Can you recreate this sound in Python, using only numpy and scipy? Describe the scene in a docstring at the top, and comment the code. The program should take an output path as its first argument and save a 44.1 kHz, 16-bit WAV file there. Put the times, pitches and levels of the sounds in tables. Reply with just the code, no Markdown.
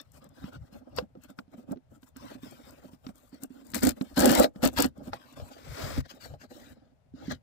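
"""Two hands turn a cardboard box on a carpet, pick at its tab, rip a perforated strip and lift the lid.
Stroked, the box drums as noise through its resonances; knocked, its panels ring as decaying sines.
Skin and card scuff and hiss as coloured noise; fibres snap as short puffs. The room is small and dry.
A phone close by hears it through two far-apart ports, the right one muffled."""
import sys
import numpy as np
from scipy import signal
from scipy.fft import rfft, irfft, next_fast_len
from scipy.io import wavfile
from scipy.ndimage import uniform_filter1d, map_coordinates

SR = 44100
rng = np.random.default_rng(int(sys.argv[2]) if len(sys.argv) > 2 else 0)


def materialize(psi):
    """Save the field psi as 16-bit PCM at rate SR to the path in sys.argv[1].

    A 1-D psi becomes a single channel; in a 2-D psi each row is a channel.
    """
    bounded = np.clip(np.atleast_2d(psi).T, -1, 1)
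    quanta = np.round(bounded * 32767).astype(np.int16)
    wavfile.write(sys.argv[1], SR, quanta)


N = 327222

# Room tone. Each row: frequency in Hz, density in dB per Hz.
ROOM_TONE_HZ_DB = [(15, -21.5), (25, -0.5), (210, -4.5), (306, -17), (633, -7.5), (1180, -22.5),
                   (1350, -21), (15600, -42.5)]
# Decay of the room. Each row: frequency in Hz, t60 in s.
ROOM_HZ_T60_S = [(200, 0.16), (2000, 0.017), (10000, 0.0092)]
# Port mismatch. Each row: frequency in Hz, excess of the left port over the right in dB.
MUFFLE_HZ_DB = [(60, 1.5), (110, 7.5), (200, -0.5), (380, -3.5), (700, 2), (1290, 4.0), (2380, 5),
                (4400, 16), (8120, 24.5), (15000, 21.5)]
# Ports seeing different faces as the box turns. Each row: time in s, mean phase lead of the right port in rad.
TURN_S_RAD = [(0, -1.33), (3, -0.28), (3.8, -0.5), (4.3, -1), (4.8, -2), (5.4, 1.75), (5.8, -0.16),
              (6.3, 1.3), (6.9, -0.5), (7.4, -1.4)]
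# Colour drift as the box is turned. Each row: time in s, brightness tilt of the drumming in dB,
# tilt of the thump towards the bass in dB.
GRIP_S_DB = [(0, -1.5, -5.5), (1, -2, 3), (2, -7.5, -6.5), (3, -0.5, 2), (3.8, -12.5, 12), (4.5, 0, 15.5),
             (5.2, -3.5, -7.5), (6, 4.5, 2), (6.6, -1, 2.5), (7.3, -7, -8)]

# Box pressed into the carpet. Each row: start in s, length in s, thump in dB.
PRESSES = [(0.053, 0.26, -65.5), (0.437, 0.018, -51), (0.573, 0.057, -50.5), (0.746, 0.03, -59),
           (0.976, 0.022, -45), (1.093, 0.17, -68), (1.708, 0.026, -56.5), (1.912, 0.03, -59.5),
           (2.174, 0.22, -63.5), (2.425, 0.1, -59.5), (2.64, 0.28, -66.5), (3.07, 0.037, -57),
           (3.756, 0.028, -50.5), (3.85, 0.032, -38.5), (4.178, 0.27, -46.5), (4.66, 0.017, -39),
           (4.782, 0.084, -41.5), (4.984, 0.18, -57), (5.4, 0.032, -48.5), (5.684, 0.039, -44.5),
           (5.835, 0.057, -40.5), (5.982, 0.013, -33), (6.266, 0.083, -49), (6.4, 0.35, -66),
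           (7.141, 0.0088, -60), (7.28, 0.047, -47)]
# Fingers sliding on the card. Each row: start in s, length in s, swell over the stroke in dB,
# drumming in dB, scuff in dB, hiss in dB.
STROKES = [(0.0, 0.0067, -5.5, -56.5, -52, -68), (0.05, 0.078, -3, -81, -79.5, -84),
           (0.14, 0.038, 2.5, -62, -64.5, -64), (0.22, 0.047, -2.5, -56.5, -66, -76.5),
           (0.3, 0.037, -2, -66, -77.5, -86), (0.35, 0.14, 7.5, -57.5, -61.5, -69.5),
           (0.525, 0.033, 6, -52.5, -59.5, -69), (0.6, 0.08, 9, -63.5, -75, -80),
           (0.73, 0.06, -5.5, -54.5, -66, -68.5), (0.8, 0.13, 11.5, -59.5, -78, -88),
           (0.975, 0.0085, 5.5, -35, -42, -53), (1.01, 0.028, 3, -56.5, -76, -80),
           (1.1, 0.083, 13, -67, -92, -95), (1.21, 0.037, 16, -67.5, -66, -71.5),
           (1.29, 0.017, 4, -55, -65, -68.5), (1.39, 0.017, -11, -51.5, -72, -67.5),
           (1.5, 0.042, 18, -59, -74, -81), (1.58, 0.052, -8.5, -53.5, -71, -73),
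           (1.68, 0.041, 14, -43.5, -69.5, -72), (1.91, 0.051, 8, -61, -77, -74),
           (2.03, 0.0074, 2, -68.5, -71.5, -65.5), (2.07, 0.0084, 4, -66, -68, -66),
           (2.17, 0.18, 4.5, -53, -58, -66.5), (2.385, 0.033, -3, -64, -70, -76),
           (2.43, 0.23, -11.5, -58, -62.5, -66), (2.64, 0.055, 10, -58.5, -61, -66.5),
           (2.72, 0.08, -1, -62, -66, -70), (2.82, 0.067, 2, -57.5, -67, -69.5),
           (2.92, 0.027, -1, -63.5, -67.5, -69), (2.97, 0.06, 3, -74, -84, -84),
           (3.045, 0.055, 5.5, -56, -67.5, -69), (3.155, 0.15, -3, -69, -74, -71),
           (3.33, 0.056, -5, -60, -66.5, -74), (3.425, 0.016, -2.5, -46.5, -59, -58),
           (3.51, 0.11, 2, -59, -68.5, -72), (3.65, 0.071, 2, -58.5, -69, -66),
           (3.97, 0.014, -1, -53.5, -63.5, -65.5), (4.015, 0.0074, -3.5, -41, -64, -59),
           (4.05, 0.14, -5.5, -58.5, -66, -68.5), (4.56, 0.05, -9.5, -52.5, -74.5, -74),
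           (4.72, 0.03, 3.5, -54, -64.5, -65), (4.97, 0.06, -4.5, -52.5, -72, -78),
           (5.04, 0.051, 1, -49, -61, -64.5), (5.135, 0.027, -2, -48, -51.5, -63.5),
           (5.2, 0.14, 1, -64, -62.5, -71), (5.37, 0.049, -3, -51.5, -57.5, -63.5),
           (5.43, 0.06, 5.5, -56.5, -63, -64.5), (5.52, 0.09, -16, -56, -61.5, -69.5),
           (6.06, 0.015, -15, -68, -62, -77), (6.1, 0.012, 2.5, -59, -49, -57.5),
           (6.15, 0.03, -6.5, -55.5, -66.5, -71), (6.212, 0.045, 4, -59, -52.5, -57.5),
           (6.262, 0.087, -5.5, -57.5, -66, -70), (6.41, 0.034, -2, -53.5, -58.5, -65.5),
           (6.51, 0.22, -4, -56.5, -64, -65.5), (6.76, 0.16, -9, -68, -81, -99.5),
           (7.16, 0.12, 13.5, -51, -62, -75.5), (7.305, 0.017, 2, -39.5, -43.5, -61),
           (7.35, 0.0078, -5, -75.5, -64.5, -73)]
# Pulls on the strip. Each row: start in s, length in s, swell over the pull in dB,
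# drumming in dB, scuff in dB, hiss in dB.
TUGS = [(3.753, 0.033, -3.5, -38.5, -43.5, -43.5), (3.827, 0.068, 1.5, -28, -39.5, -41),
        (4.172, 0.27, -1.5, -22, -35.5, -39), (4.633, 0.043, -2.5, -26, -37.5, -43),
        (4.775, 0.078, -9, -30, -35.5, -42)]
# Lid flaps sliding out. Each row: time in s, level in dB.
LID_SLIDE_S_DB = [(5.58, -59), (5.6, -62.5), (5.828, -42.5), (6.01, -49), (6.02, -72.5), (6.046, -79),
                  (6.05, -69.5)]
# Taps and knocks on the box. Each row: time in s, level in dB, crack over that level in dB,
# pitch of the struck panel in Hz.
KNOCKS = [(0.262, -42.5, -27, 193), (0.441, -26, -22, 205), (0.725, -39, -36, 225), (0.985, -17, -9, 534),
          (1.024, -27, -36, 205), (1.152, -32.5, -32, 400), (1.172, -35, -37, 227), (1.3, -40.5, -15, 197),
          (1.388, -30, -6.5, 238), (1.479, -45.5, -28, 215), (1.544, -36, -37, 220),
          (1.58, -40.5, -22, 197), (1.688, -31.5, -40, 212), (1.711, -19, -35, 215), (1.726, -31, -33, 616),
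          (1.759, -29.5, -34.5, 330), (1.771, -33, -27, 340), (2.03, -50, -3.5, 249),
          (2.162, -40.5, -7, 256), (2.353, -34.5, -24, 268), (2.432, -29, -27, 248),
          (2.854, -39.5, -20, 232), (2.933, -42.5, -15, 234), (3.066, -34.5, -6.5, 257),
          (3.089, -31, -21, 187), (3.328, -39.5, -30, 267), (3.431, -33, -35, 260),
          (3.504, -33.5, -33, 283), (3.736, -32, -2.5, 242), (3.745, -33.5, 6.5, 262),
          (3.836, -14, -16, 264), (4.011, -20, -15.5, 266), (4.173, -17, -22, 262),
          (4.208, -17.5, -14, 245), (4.309, -12, -22, 249.6), (4.443, -8.5, -15, 564),
          (4.559, -21.5, -29, 173), (4.631, -14, -21.5, 251), (4.658, -12.5, -11.5, 263),
          (4.763, -34.5, -6.5, 250), (4.982, -33, -38.5, 223), (5.079, -27, -23, 240),
          (5.132, -21, -10.5, 830), (5.399, -32, -15.5, 610), (5.977, -19.5, -26, 277),
          (6.138, -41.5, -18, 260), (6.257, -36, -30, 644), (6.338, -34, -22, 654), (6.415, -46.5, -6, 326),
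          (7.061, -54.5, -24.5, 312.7), (7.138, -33.5, -38, 254), (7.281, -21, -35, 246),
          (7.31, -17, -21, 1640)]
# Fibres and nail tips snapping. Each row: time in s, level in dB.
SNAPS_S_DB = [(0.0129, -40), (0.1183, -49), (0.242, -47.5), (0.29, -53), (0.9635, -32.5), (1.7185, -42),
              (2.167, -39), (2.707, -43.5), (3.1563, -49), (3.1805, -51), (3.4344, -25), (3.6671, -45),
              (3.702, -44), (3.717, -39.5), (3.7445, -20.5), (3.807, -35.5), (3.8323, -17), (3.8384, -23),
              (3.8498, -17), (3.87, -19), (3.891, -16), (4.022, -40.5), (4.1774, -26), (4.192, -14),
              (4.203, -12.5), (4.2569, -9.5), (4.3093, -21.5), (4.316, -15), (4.326, -27), (4.3503, -13),
              (4.3845, -18), (4.397, -12), (4.634, -27.5), (4.651, -14), (4.6743, -19), (4.7301, -44.5),
              (4.7369, -41.5), (4.786, -20.5), (4.802, -13.5), (4.8222, -10.5), (4.859, -28), (5.1412, -46),
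              (5.9813, -38), (7.318, -35)]

# Resonances of panels and cavity. Each row: centre in Hz, width in Hz, level in dB.
BOX = [(204.5, 48, -4), (261.1, 61, 2.5), (351, 98, -4.5), (503, 70.4, -1), (592.7, 91, -0.5),
       (669.5, 89, -3.5), (810.6, 68, -6.5), (1266, 130, -16), (1640, 90, -22.5)]
# Spectrum of the thump. Each row: frequency in Hz, density in dB per Hz.
THUMP_HZ_DB = [(15, -34), (25, -14), (70, 4.5), (150, 1.5), (200, -18.5), (330, -120)]
# Hands on the closed box, mid range. Each row: frequency in Hz, density in dB per Hz.
SCUFF_HZ_DB = [(560, -31), (950, -6), (1190, -7), (1570, -9.5), (1820, -15.5), (3550, -15.5), (5700, -19.5),
               (7410, -50), (12500, -120)]
# Strip tearing, mid range. Each row: frequency in Hz, density in dB per Hz.
RIP_HZ_DB = [(560, -30.5), (950, 0), (1100, -10.5), (1250, -1), (2630, -8), (2920, -5), (3220, -7),
             (4520, -3.5), (5700, -11.5), (7410, -48), (12500, -120)]
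# Hands on the opened box, mid range. Each row: frequency in Hz, density in dB per Hz.
LID_HZ_DB = [(560, -53), (950, -17.5), (1370, -10), (1640, -7), (2000, -13.5), (2670, -18), (2880, -14.5),
             (3550, -16), (3860, -11.5), (5130, -16), (5700, -22), (7410, -23.5), (12500, -120)]
# Smooth card on smooth card. Each row: frequency in Hz, density in dB per Hz.
FLAPS_HZ_DB = [(240, -42), (400, -9.5), (520, -5), (730, -20), (986, -9.5), (1970, -14), (2170, -13),
               (2690, -18.5), (4970, -16.5), (8000, -31), (10400, -52), (17600, -120)]
# Treble of skin, fibres and strip. Each row: frequency in Hz, density in dB per Hz.
HISS_HZ_DB = [(3410, -22), (5800, -7.5), (6790, -3.5), (7590, 0), (9610, -5.5), (10400, -12.5), (11700, -2),
              (15000, -5.5), (15600, -3)]

ROOM_TONE_DB, ROOM_ANSWER_DB, TOP_HZ = -73, -18, 15700
PRESS_RISE_DB_PER_S, PRESS_FALL_DB_PER_S = 350, 420
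RESTING_THUMP_DB = -72  # box merely held
STROKE_RISE_DB_PER_S, STROKE_FALL_DB_PER_S = 960, 710
TUG_RISE_DB_PER_S, TUG_FALL_DB_PER_S = 1530, 770
TUG_EDGE_S = .03  # the strip is heard this long before and after a pull
LID_OPENS_S = 5.5
LID_DRUM_DB, LID_HISS_DB = -2, -6.5  # over the slide level
CRACK_T60_S, CRACK_RISE_S = 0.024, .0005
RING_RISE_S, SOFTER_DB = 0.0015, 23.5  # rise at 0 dB crack; doubles per SOFTER_DB less crack
RING_LOSS_DB_PER_S = 120  # lost to the hands
AWAY_DB_PER_OCTAVE = 27  # weaker away from the struck panel
TEETH_PER_S, TEETH_SCUFF_DB, TEETH_HISS_DB = 115, -4, -0.5


def amp(db):
    """Gain of a level in dB."""
    return 10 ** (np.asarray(db) / 20)


def unit(x):
    """x at rms 1."""
    return x / np.sqrt(np.mean(x ** 2) + 1e-20)


def along(points, hz):
    """(Hz, value) points interpolated on a log axis."""
    f, v = np.transpose(points)
    return np.interp(np.log(hz + 1), np.log(f + 1), v)


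def curves(rows):
    """One value per sample for each column after the time."""
    s, *cols = np.transpose(sorted(rows))
    return [np.interp(np.arange(N) / SR, s, c) for c in cols]


def wobble(rate_hz):
    """Smooth random curve, rate_hz knots a second."""
    knots = rng.standard_normal(int(N * rate_hz / SR) + 4)
    return map_coordinates(knots, [np.arange(N) * rate_hz / SR])


def filtered(x, response):
    """x through a complex response of frequency."""
    m = next_fast_len(N + SR // 8, real=True)
    return irfft(rfft(x, m) * response(np.fft.rfftfreq(m, 1 / SR)), m)[..., :N]


def coloured(x, spectrum):
    """x through a spectrum; white noise of rms 1 leaves at rms 1."""
    grid_hz = np.linspace(0, SR / 2, 4000)
    scale = np.sqrt(np.mean(amp(along(spectrum, grid_hz)) ** 2))
    return filtered(x, lambda hz: amp(along(spectrum, hz)) / scale)


def tilted(whole, split_hz, tilt_db):
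    """The part above split_hz gains what the part below loses."""
    upper = filtered(whole, lambda hz: 1 / (1 + (split_hz / (hz + 1)) ** 6))
    return amp(tilt_db / 2) * upper + amp(-tilt_db / 2) * (whole - upper)


def puff(t, level_db, t60_s, rise_s):
    """Noise with a quick rise and an exponential decay, independent in each port."""
    envelope = amp(level_db - 60 * t / t60_s) * (1 - np.exp(-t / rise_s))
    return envelope * rng.standard_normal((2, len(t)))


def bursts(times_s, levels_db, t60_s, rise_s):
    """Puffs of noise at the given times."""
    out, t = np.zeros((2, N + SR)), np.arange(SR // 10) / SR
    for s, db in zip(times_s, levels_db):
        out[:, round(s * SR):][:, :len(t)] += puff(t, db, t60_s, rise_s)
    return out[:, :N]


def friction(rate_hz, depth_db, patchy_db=0):
    """Two unrelated noises that catch and slip together; their colour shifts in patches."""
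    z = signal.stft(rng.standard_normal((2, N)), nperseg=512)[2]
    field = rng.standard_normal(z.shape[1:])
    field = uniform_filter1d(uniform_filter1d(field, 3, 0), 9, 1)
    pair = unit(signal.istft(z * amp(patchy_db * unit(field)), nperseg=512)[1][:, :N])
    grip = amp(depth_db * wobble(rate_hz))
    return pair * grip / np.sqrt(uniform_filter1d(grip ** 2, SR // 12))


def swells(start_s, length_s, swell_db, levels_db, rise, fall):
    """Gain per level column: each gesture rises, swells and falls (dB per s); their powers add."""
    t = np.arange(0, N / SR + .002, .001)[:, None]
    held_db = swell_db * np.clip((t - start_s) / length_s - .5, -.5, .5)
    before_db = rise * np.clip(start_s - t, 0, None)
    after_db = fall * np.clip(t - start_s - length_s, 0, None)
    power = amp(2 * (held_db - before_db - after_db)) @ amp(2 * np.transpose(levels_db))
    return np.array([np.interp(np.arange(N) / SR, t[:, 0], np.sqrt(p)) for p in power.T])


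def room_tone():
    """Faint steady noise with the room's spectrum."""
    return amp(ROOM_TONE_DB) * coloured(rng.standard_normal((2, N)), ROOM_TONE_HZ_DB)


def room(x):
    """Room answer: a noise tail in which each frequency dies at its own speed."""
    hz, t, z = signal.stft(rng.standard_normal((2, SR // 3)), SR, nperseg=256)
    decay = amp(-60 * t / along(ROOM_HZ_T60_S, hz)[:, None])
    tail = signal.istft(z * decay, SR, nperseg=256)[1]
    return signal.fftconvolve(x, tail / np.linalg.norm(tail[0]), axes=1)[:, :N]


def ports(pair, alike, lag_samples):
    """The right port hears part of the left's sound, later and turned in phase, and part its own."""
    lead_rad = curves(TURN_S_RAD)[0] + wobble(5.1)
    analytic = signal.hilbert(pair[0], next_fast_len(N))[:N]
    shared = np.real(analytic * np.exp(1j * lead_rad))
    right = alike * shared + np.sqrt(1 - alike ** 2) * pair[1]
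    return np.array([pair[0], np.roll(right, lag_samples)])


def thump():
    """Pressing the box into the carpet: uneven low noise over a faint resting level."""
    start_s, length_s, db = np.transpose(PRESSES)
    presses = swells(start_s, length_s, 0, [db], PRESS_RISE_DB_PER_S, PRESS_FALL_DB_PER_S)[0]
    deep_db = curves(GRIP_S_DB)[1]
    rumble = coloured(friction(25, 5), THUMP_HZ_DB)
    return np.hypot(presses, amp(RESTING_THUMP_DB)) * tilted(rumble, 85, -deep_db)


def sliding():
    """Gain of the lid's slide."""
    t = np.arange(N) / SR
    moving = (t > LID_SLIDE_S_DB[0][0]) & (t < LID_SLIDE_S_DB[-1][0])
    return moving * amp(curves(LID_SLIDE_S_DB)[0])


def flaps():
    """Lid flaps slide out of the box: an even rush of card on card."""
    rush = coloured(rng.standard_normal((2, N)), FLAPS_HZ_DB)
    return sliding() * amp(1.2 * wobble(150)) * rush


def snaps():
    """Fibres and nail tips let go: bright puffs a few milliseconds long."""
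    s, db = np.transpose(SNAPS_S_DB)
    return coloured(bursts(s, db, t60_s=0.014, rise_s=0.00083), HISS_HZ_DB)


def panel_ring(t, struck_hz):
    """Decaying sines of the box, strongest near the struck panel, strengths random per port."""
    strengths_db = rng.normal(0, 2.5, (len(BOX), 2, 1))
    out = 0
    for (hz, width_hz, db), strength_db in zip(BOX, strengths_db):
        away_db = AWAY_DB_PER_OCTAVE * abs(np.log2(hz / struck_hz))
        decay = np.exp(-np.pi * width_hz * .7 * t)  # rings longer than the full width gives
        out = out + amp(.5 * db + strength_db - away_db) * decay * np.sin(2 * np.pi * hz * t)
    return out


def knocks():
    """Each blow rings the panels and cracks at the contact; the less crack, the slower the ring rises."""
    ring, crack, t = np.zeros((2, N + SR)), np.zeros((2, N + SR)), np.arange(SR // 5) / SR
    for s, db, crack_db, panel_hz in KNOCKS:
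        span = slice(round(s * SR), round(s * SR) + len(t))
        rise_s = RING_RISE_S * 2 ** (-crack_db / SOFTER_DB)
        envelope = amp(db - RING_LOSS_DB_PER_S * t) * (1 - np.exp(-t / rise_s))
        ring[:, span] += envelope * panel_ring(t, panel_hz)
        crack[:, span] += puff(t, db + crack_db, CRACK_T60_S, CRACK_RISE_S)
    return ring[:, :N], crack[:, :N]


def effort():
    """Gains of drumming, scuff and hiss under strokes and pulls; the sliding lid drums and hisses too."""
    start_s, length_s, swell_db, *levels_db = np.transpose(STROKES)
    strokes = swells(start_s, length_s, swell_db, levels_db, STROKE_RISE_DB_PER_S, STROKE_FALL_DB_PER_S)
    start_s, length_s, swell_db, *levels_db = np.transpose(TUGS)
    tugs = swells(start_s, length_s, swell_db, levels_db, TUG_RISE_DB_PER_S, TUG_FALL_DB_PER_S)
    lid = sliding() * np.array([[amp(LID_DRUM_DB)], [0], [amp(LID_HISS_DB)]])
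    return np.sqrt(strokes ** 2 + tugs ** 2 + lid ** 2)


def pull_spans_s():
    """(from, to) of every pull on the strip, edges included."""
    return [(s - TUG_EDGE_S, s + length + TUG_EDGE_S) for s, length, *_ in TUGS]


def teeth():
    """Bridges of the perforation let go one after another, unevenly."""
    times_s = np.concatenate([np.arange(a, b, 1 / TEETH_PER_S) for a, b in pull_spans_s()])
    chance = rng.normal(0, 1, (len(times_s), 2))
    uneven_s = times_s + .45 / TEETH_PER_S * chance[:, 0]
    return bursts(uneven_s, 8 + 4 * chance[:, 1], t60_s=.02, rise_s=.0004)


def ticks():
    """Sparse ticks of skin on card at random times while the box is closed."""
    chance = rng.random((130, 2))
    levels_db = 3 - 6 * np.log(chance[:, 1] + 0.043)
    return bursts(chance[:, 0] * LID_OPENS_S, levels_db, t60_s=0.021, rise_s=0.0006)


def card(x):
    """Mid-range colour of a touch: closed box, tearing strip or opened box."""
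    t = np.arange(N) / SR
    tearing = np.any([(t > a) & (t < b) for a, b in pull_spans_s()], axis=0) * 1.0
    opened = t > LID_OPENS_S
    closed = coloured(x * (1 - tearing - opened), SCUFF_HZ_DB)
    return closed + coloured(x * tearing, RIP_HZ_DB) + coloured(x * opened, LID_HZ_DB)


def box(hz):
    """Causal response of the box: resonances of alternating sign."""
    total = 0
    for k, (centre, width, db) in enumerate(BOX):
        damping = 1j * hz * width
        total = total + (-1) ** k * amp(db) * damping / (centre * centre - hz * hz + damping)
    return total


def drumming(gain):
    """Hollow box driven by catch-and-slip friction."""
    bright_db = curves(GRIP_S_DB)[0]
    box_rms = np.sqrt(np.mean(abs(box(np.linspace(0, SR / 2, 4000))) ** 2))
    drive = gain * friction(45, 5.65, patchy_db=1.5) / box_rms
    return tilted(filtered(drive, box), 370, bright_db)


def rubbing():
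    """Skin slides on card and the strip tears tooth by tooth: drumming, uncoloured scuff and hiss."""
    drum_gain, scuff_gain, hiss_gain = effort()
    bridges = teeth()
    scuff = friction(110, 1.0, patchy_db=5) + amp(TEETH_SCUFF_DB) * bridges
    treble = friction(160, 0.98, patchy_db=3.5) + ticks() + amp(TEETH_HISS_DB) * bridges
    return drumming(drum_gain), scuff_gain * scuff, hiss_gain * coloured(treble, HISS_HZ_DB)


def scene():
    """The box at two ports, its answer from the room and the room's faint tone."""
    drum, scuff, hiss = rubbing()
    ring, crack = knocks()
    low = ports(thump(), alike=.75, lag_samples=0)
    hollow = ports(drum + ring, alike=0.37, lag_samples=17)
    mid = ports(card(scuff + crack) + flaps(), alike=0.59, lag_samples=23)
    near = low + hollow + mid + hiss + snaps()
    return near + amp(ROOM_ANSWER_DB) * room(near) + room_tone()


def record(dry):
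    """Port balance per frequency at constant summed power gain, then a steep cut near TOP_HZ."""
    def response(hz):
        right = amp(-along(MUFFLE_HZ_DB, hz))
        edge = amp(-np.clip(hz - TOP_HZ + 250, 0, None) ** 2 / 3000)  # cut begins 250 Hz below TOP_HZ
        return 2 * np.array([np.ones_like(hz), right]) / np.sqrt(1 + right ** 2) * edge
    return filtered(dry, response)


dry = scene()
out = record(dry)
materialize(out)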